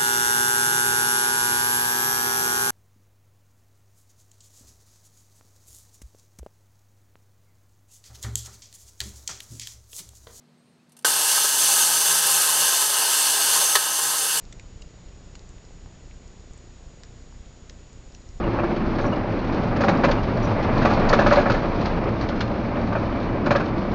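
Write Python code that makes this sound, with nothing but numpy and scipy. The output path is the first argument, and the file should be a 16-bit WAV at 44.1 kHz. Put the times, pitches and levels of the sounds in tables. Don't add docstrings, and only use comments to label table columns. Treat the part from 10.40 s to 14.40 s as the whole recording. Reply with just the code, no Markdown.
import sys
import numpy as np
from scipy import signal
from scipy.fft import rfft, irfft
from scipy.io import wavfile

SR = 44100
rng = np.random.default_rng(int(sys.argv[2]) if len(sys.argv) > 2 else 0)


def master_out(mix):
    frames = np.transpose(np.atleast_2d(mix))
    ceiling = np.clip(frames, -1, 1)
    pcm = np.round(ceiling * 32767).astype(np.int16)
    wavfile.write(sys.argv[1], SR, pcm)


N = 176400
TIME = np.arange(N) / SR
MOTOR_START_S, TOOTH_JITTER_S, TOOTH_SPREAD_DB = .646, .00013, 3

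# time_s, teeth_per_s
MOTOR_SPEED = [(.65, 156), (.9, 151), (1.14, 143), (1.37, 172), (1.5, 169), (1.7, 163), (2.2, 156),
               (2.4, 137), (2.65, 152), (2.8, 155), (3.0, 145), (3.16, 160), (3.4, 158), (4.0, 157)]
# time_s, treble_db, middle_db, lows_db
RATTLE_FADERS = [(0.68, -19, -22, -31.5), (0.76, -20.5, -23.5, -33), (0.92, -19, -20.5, -33),
                 (1.17, -20.5, -24.5, -34.5), (1.21, -18.5, -20.5, -32.5), (1.4, -17, -20.5, -32),
                 (1.5, -19, -23, -32), (1.59, -18.5, -21, -32), (1.97, -18, -22, -30.5),
                 (2.42, -20, -21.5, -33), (2.52, -22, -24, -34.5), (2.54, -22.5, -21, -32),
                 (2.59, -20, -23, -32.5), (2.71, -20, -20.5, -31.5), (3.07, -20.5, -21.5, -32),
                 (3.15, -18, -19.5, -30.5), (3.31, -20, -23.5, -33), (3.42, -20.5, -22.5, -31),
                 (3.65, -20, -23, -32), (3.86, -19.5, -22, -32)]
# time_s, lift_db
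RING_LIFT = [(.72, -6), (1.0, 1.5), (1.25, 2), (1.38, 0.5), (1.5, 1), (1.6, 5), (1.75, 2), (1.88, -1),
             (2.25, 1), (2.38, 2.5), (2.55, 0.5), (3.12, -1), (3.28, 5.5), (3.45, 3.5), (4.0, -0.5)]
# frequency_hz, relative_db
CASE_EQ = [(30, -54), (70, -47), (110, -27.5), (200, -27), (300, -20), (520, -14), (740, -20), (950, -8),
           (1400, -9), (1750, -7.5), (1950, -10), (2400, -11.5), (2750, -14.5), (3200, -6), (3900, -5),
           (4600, -4.5), (5300, -3.5), (6000, -0.5), (6900, -11.5), (8000, -5), (9500, 0), (11300, -2),
           (12200, -5.5), (14000, -8.5), (15700, -17)]
# pitch_hz, width_hz, lift_db
PANEL_RINGS = [(161, 15, 12), (300, 22, 8), (408, 60, 10), (574, 33, 9), (683, 32, 10), (795, 28, 17),
               (868, 12, 6), (910, 22, 10.5), (1046, 34, 10.5), (1275, 36, 11.5), (1500, 30, 4),
               (1552, 44, 10.5), (1660, 62, 7), (1829, 28, 6), (2667, 70, 14), (2848, 42, 10),
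               (2963, 98, 11), (3225, 92, 4), (3568, 58, 9), (3790, 130, -3), (4196, 119, 4), (4405, 80, 7),
               (4727, 130, 5), (5030, 110, 3), (6230, 90, 3), (6380, 130, 9.5), (6590, 80, -3),
               (6724, 85, 5), (6887, 95, 9), (7167, 55, 9), (7250, 50, -2), (7429, 148, 11), (7775, 55, 8),
               (7885, 50, 4), (8132, 58, 6), (8222, 55, 7), (8355, 45, 6), (8513, 90, 4), (8790, 120, 5.5),
               (9020, 60, -3), (9110, 70, 3), (9218, 55, 6), (9330, 70, 5.5), (11139, 97, 3),
               (11495, 113, 5)]
# start_s, level_db, t60_s
COIN_HITS = [(3.3533, -4, 0.027), (3.358, -5, 0.024), (3.363, -11.5, 0.08)]
# frequency_hz, relative_db
COIN_EQ = [(60, -18), (250, -12), (350, 11), (600, 5.5), (900, 0), (1130, 15), (1300, 5), (1520, 3),
           (1750, 18.5), (2200, 6), (2700, 5.5), (4000, 6.5), (6500, -2.5), (10000, -3.5), (15000, 2.5)]
# start_s, level_db, t60_s
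BRAKE_HITS = [(.646, -5.5, 0.053)]
# pitch_hz, width_hz, lift_db
BRAKE_RINGS = [(455, 41, 13.5), (1488, 50, 13.5), (3200, 240, 7)]
# start_s, level_db, t60_s, panel_hz
LINKAGE_HITS = [(0.977, -14, 0.051, 920), (1.042, -13, 0.099, 1540), (1.15, -19, .06, 1270),
                (1.381, -16, 0.076, 1255), (2.032, -13, .07, 1540), (2.09, -19, 0.048, 903),
                (2.217, -14, .06, 1040), (2.323, -18.5, 0.084, 1040), (2.678, -19.5, 0.065, 890),
                (2.784, -29, .07, 1539), (2.887, -20, 0.047, 1698), (3.155, -19, .09, 1049),
                (3.212, -19, 0.062, 947.5), (3.456, -12, 0.068, 1020), (3.588, -12.5, .08, 1060),
                (3.732, -14, 0.077, 1069)]
# start_s, level_db, t60_s
CATCH_HITS = [(.4928, -56, .045), (.519, -50, .06), (.5665, -41.5, 0.055), (.5885, -42.5, 0.049),
              (.6105, -49, .022), (.6235, -46, .026)]
# time_s, level_db
DRONE_FADER = [(.65, -65), (1.3, -64.5), (1.5, -55), (1.77, -54), (1.95, -62), (2.22, -53), (2.33, -75),
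               (2.8, -62), (3.0, -69), (3.2, -58), (3.45, -62), (3.63, -52), (4.0, -56)]
# time_s, pitch_hz, level_db
SQUEAK_STROKES = [
    [(0.17, 8201, -80), (0.188, 8185, -75), (0.234, 8616, -80), (0.286, 8927, -76), (0.38, 8222, -84)],
    [(.262, 2400, -77), (.287, 2850, -76)],
    [(.322, 4350, -76), (.345, 4250, -78)],
    [(.388, 2400, -74), (.412, 2650, -75)],
]
# delay_s, level_db
WALL_ECHOES = [(.0047, -23.5), (.0083, -22.5), (0.013, -23.5), (.0197, -25.5)]
# frequency_hz, relative_db
ROOM_EQ = [(30, -44), (85, -25), (140, -13), (180, -11), (230, -13.5), (280, -18.5), (430, -20),
           (900, -26.5), (2000, -31), (3500, -35), (4200, -31), (5500, -38), (8500, -41), (15500, -56)]
# pitch_hz, level_db
ROOM_HUM = [(151, -70), (202, -74), (241, -63.5)]


def motor(contacts_per_s=18000, contact_spread_db=2.5, wheel_teeth=6, tick_db=-14.5, flutter_db=.47):
    phase = np.cumsum(in_time(MOTOR_SPEED)[0]) / SR
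    ticks = escapement(phase)
    contacts = (rng.random(N) < contacts_per_s / SR) * rng.choice([-1, 1], N)
    contacts = contacts * from_db(contact_spread_db * rng.standard_normal(N))
    swell = 1 + .062 * np.cos(2 * np.pi * phase) + .044 * np.cos(2 * np.pi * phase / wheel_teeth)
    flutter = from_db(flutter_db * unit_rms(smooth(rng.standard_normal(N), .015)))
    chatter = unit_rms(contacts) * swell
    thrum = from_db(-9.5 + 2 * drift(.032)) * lowpass(ticks, hz=910)
    rattle = unit_rms(chatter + from_db(tick_db) * ticks) + thrum
    running = smooth(TIME >= MOTOR_START_S, .0032)
    return rattle_force(rattle * flutter * running)


def escapement(phase):
    on_beat = np.flatnonzero(np.diff(np.floor(phase)) > 0)
    lateness, strength = rng.standard_normal((len(on_beat), 2)).T
    landings = on_beat + (lateness * TOOTH_JITTER_S * SR).astype(int)
    ticks = np.zeros(N)
    ticks[np.clip(landings, 0, N - 1)] = from_db(TOOTH_SPREAD_DB * strength)
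    return unit_rms(ticks)


def rattle_force(rattle):
    lows, upper = split(rattle, hz=2210)
    middle, treble = split(upper, hz=6040)
    treble_db, middle_db, lows_db = in_time(RATTLE_FADERS)
    return (treble * from_db(treble_db + .5)
            + middle * from_db(middle_db + 3.5)
            + lows * from_db(lows_db + 12.5))


def bright_ring(x, pitch_hz=6250, width_hz=260):
    ring = signal.lfilter(*signal.iirpeak(pitch_hz, pitch_hz / width_hz, fs=SR), x)
    return x + ring * (from_db(in_time(RING_LIFT)[0]) - 1)


def tin_case(x, swell_db=1.64, swell_s=.017):
    x = colour(x, CASE_EQ)
    for hz, width_hz, lift_db in PANEL_RINGS:
        ring = resonate(x, hz, width_hz, lift_db) - x
        x = x + ring * from_db(swell_db * drift(swell_s))
    return x * from_db(-4)


def metal_hits(hits, attack_s=.0009):
    power = sum((TIME >= start_s) * from_db(db - 60 * np.maximum(TIME - start_s, 0) / t60_s) ** 2
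                for start_s, db, t60_s in hits)
    return smooth(np.sqrt(power), attack_s) * rng.standard_normal(N)


def coin_drop():
    return colour(metal_hits(COIN_HITS), COIN_EQ)


def brake_jolt():
    _, jolt = split(metal_hits(BRAKE_HITS), hz=260)
    for hz, width_hz, lift_db in BRAKE_RINGS:
        jolt = resonate(jolt, hz, width_hz, lift_db)
    return lowpass(jolt, hz=1710, order=1)


def linkage_knocks():
    knocks = sum(resonate(metal_hits([hit]), panel_hz, width_hz=69, lift_db=13)
                 for *hit, panel_hz in LINKAGE_HITS)
    return lowpass(knocks, hz=1120, order=1)


def lever_clicks():
    return resonate(metal_hits(CATCH_HITS), hz=9300, width_hz=650, lift_db=5.5) * from_db(-4)


def case_drone():
    pitch_hz = in_time(MOTOR_SPEED)[0] * (1 + .018 * drift(.018))
    level_db = in_time(DRONE_FADER)[0] + 2.3 * drift(.02)
    return smooth(TIME >= MOTOR_START_S, .01) * tone(np.cumsum(pitch_hz) / SR, level_db)


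def lever_squeak(stroke):
    pitch_hz, level_db = in_time(stroke)
    sliding = smooth((TIME > stroke[0][0]) & (TIME < stroke[-1][0]), .004)
    return sliding * tone(np.cumsum(pitch_hz) / SR, level_db)


def walls(x):
    return x + sum(from_db(db) * np.pad(x, (int(delay_s * SR), 0))[:N] for delay_s, db in WALL_ECHOES)


def room_tone(bed_db=-62):
    hum = sum(tone(hz * TIME, db) for hz, db in ROOM_HUM)
    return from_db(bed_db) * colour(rng.standard_normal(N), ROOM_EQ) + hum


def from_db(db):
    return 10 ** (np.asarray(db) / 20)


def unit_rms(x):
    return x / np.sqrt(np.mean(x ** 2) + 1e-20)


def tone(cycles, rms_db):
    return np.sqrt(2) * from_db(rms_db) * np.sin(2 * np.pi * cycles)


def in_time(rows):
    times_s, *columns = np.transpose(rows)
    return [np.interp(TIME, times_s, column) for column in columns]


def smooth(x, seconds):
    pole = np.exp(-1 / (seconds * SR))
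    return signal.lfilter([1 - pole], [1, -pole], x + 1e-18)


def drift(seconds):
    return unit_rms(smooth(smooth(rng.standard_normal(N), seconds), seconds))


def lowpass(x, hz, order=2):
    return signal.sosfilt(signal.butter(order, hz, fs=SR, output="sos"), x + 1e-18)


def split(x, hz):
    filters = [signal.butter(2, hz, kind, fs=SR, output="sos") for kind in ("low", "high")]
    return [signal.sosfilt(np.tile(sos, (2, 1)), x) for sos in filters]


def colour(x, eq, size=8192):
    hz, db = np.transpose(eq)
    grid_hz = np.maximum(np.arange(size // 2 + 1) * SR / size, 1)
    gain = from_db(np.interp(np.log(grid_hz), np.log(hz), db))
    cepstrum = irfft(np.log(gain))
    cepstrum[0], cepstrum[size // 2:] = 0, 0
    response = irfft(np.exp(rfft(2 * cepstrum)))
    return signal.fftconvolve(x, response / np.linalg.norm(response))[:N]


def resonate(x, hz, width_hz, lift_db):
    damping = np.pi * width_hz / SR
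    tuning = -2 * np.cos(2 * np.pi * hz / SR)
    lifted = damping * from_db(lift_db)
    return signal.lfilter([1 + lifted, tuning, 1 - lifted], [1 + damping, tuning, 1 - damping], x)


def scene():
    mechanism = bright_ring(motor()) + lever_clicks() + brake_jolt() + linkage_knocks() + coin_drop()
    squeaks = sum(map(lever_squeak, SQUEAK_STROKES))
    mono = walls(tin_case(mechanism)) + case_drone() + squeaks + room_tone()
    return np.stack([mono, mono])


def record(dry, threshold_db=-14.5, window_s=.0055, attack_s=.0041, release_db_per_s=1.5,
           low_cut_hz=47, high_cut_hz=15750):
    level_db = 10 * np.log10(smooth(dry[0] ** 2, window_s))
    over_db = np.maximum(level_db - threshold_db, 0)
    release_db = release_db_per_s * TIME
    duck_db = np.maximum.accumulate(over_db + release_db) - release_db
    out = np.tanh(dry * from_db(-smooth(duck_db, attack_s)))
    out = signal.sosfilt(signal.butter(1, low_cut_hz, "high", fs=SR, output="sos"), out)
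    return signal.sosfilt(signal.ellip(12, .1, 80, high_cut_hz, fs=SR, output="sos"), out)


dry = scene()
out = record(dry)
master_out(out)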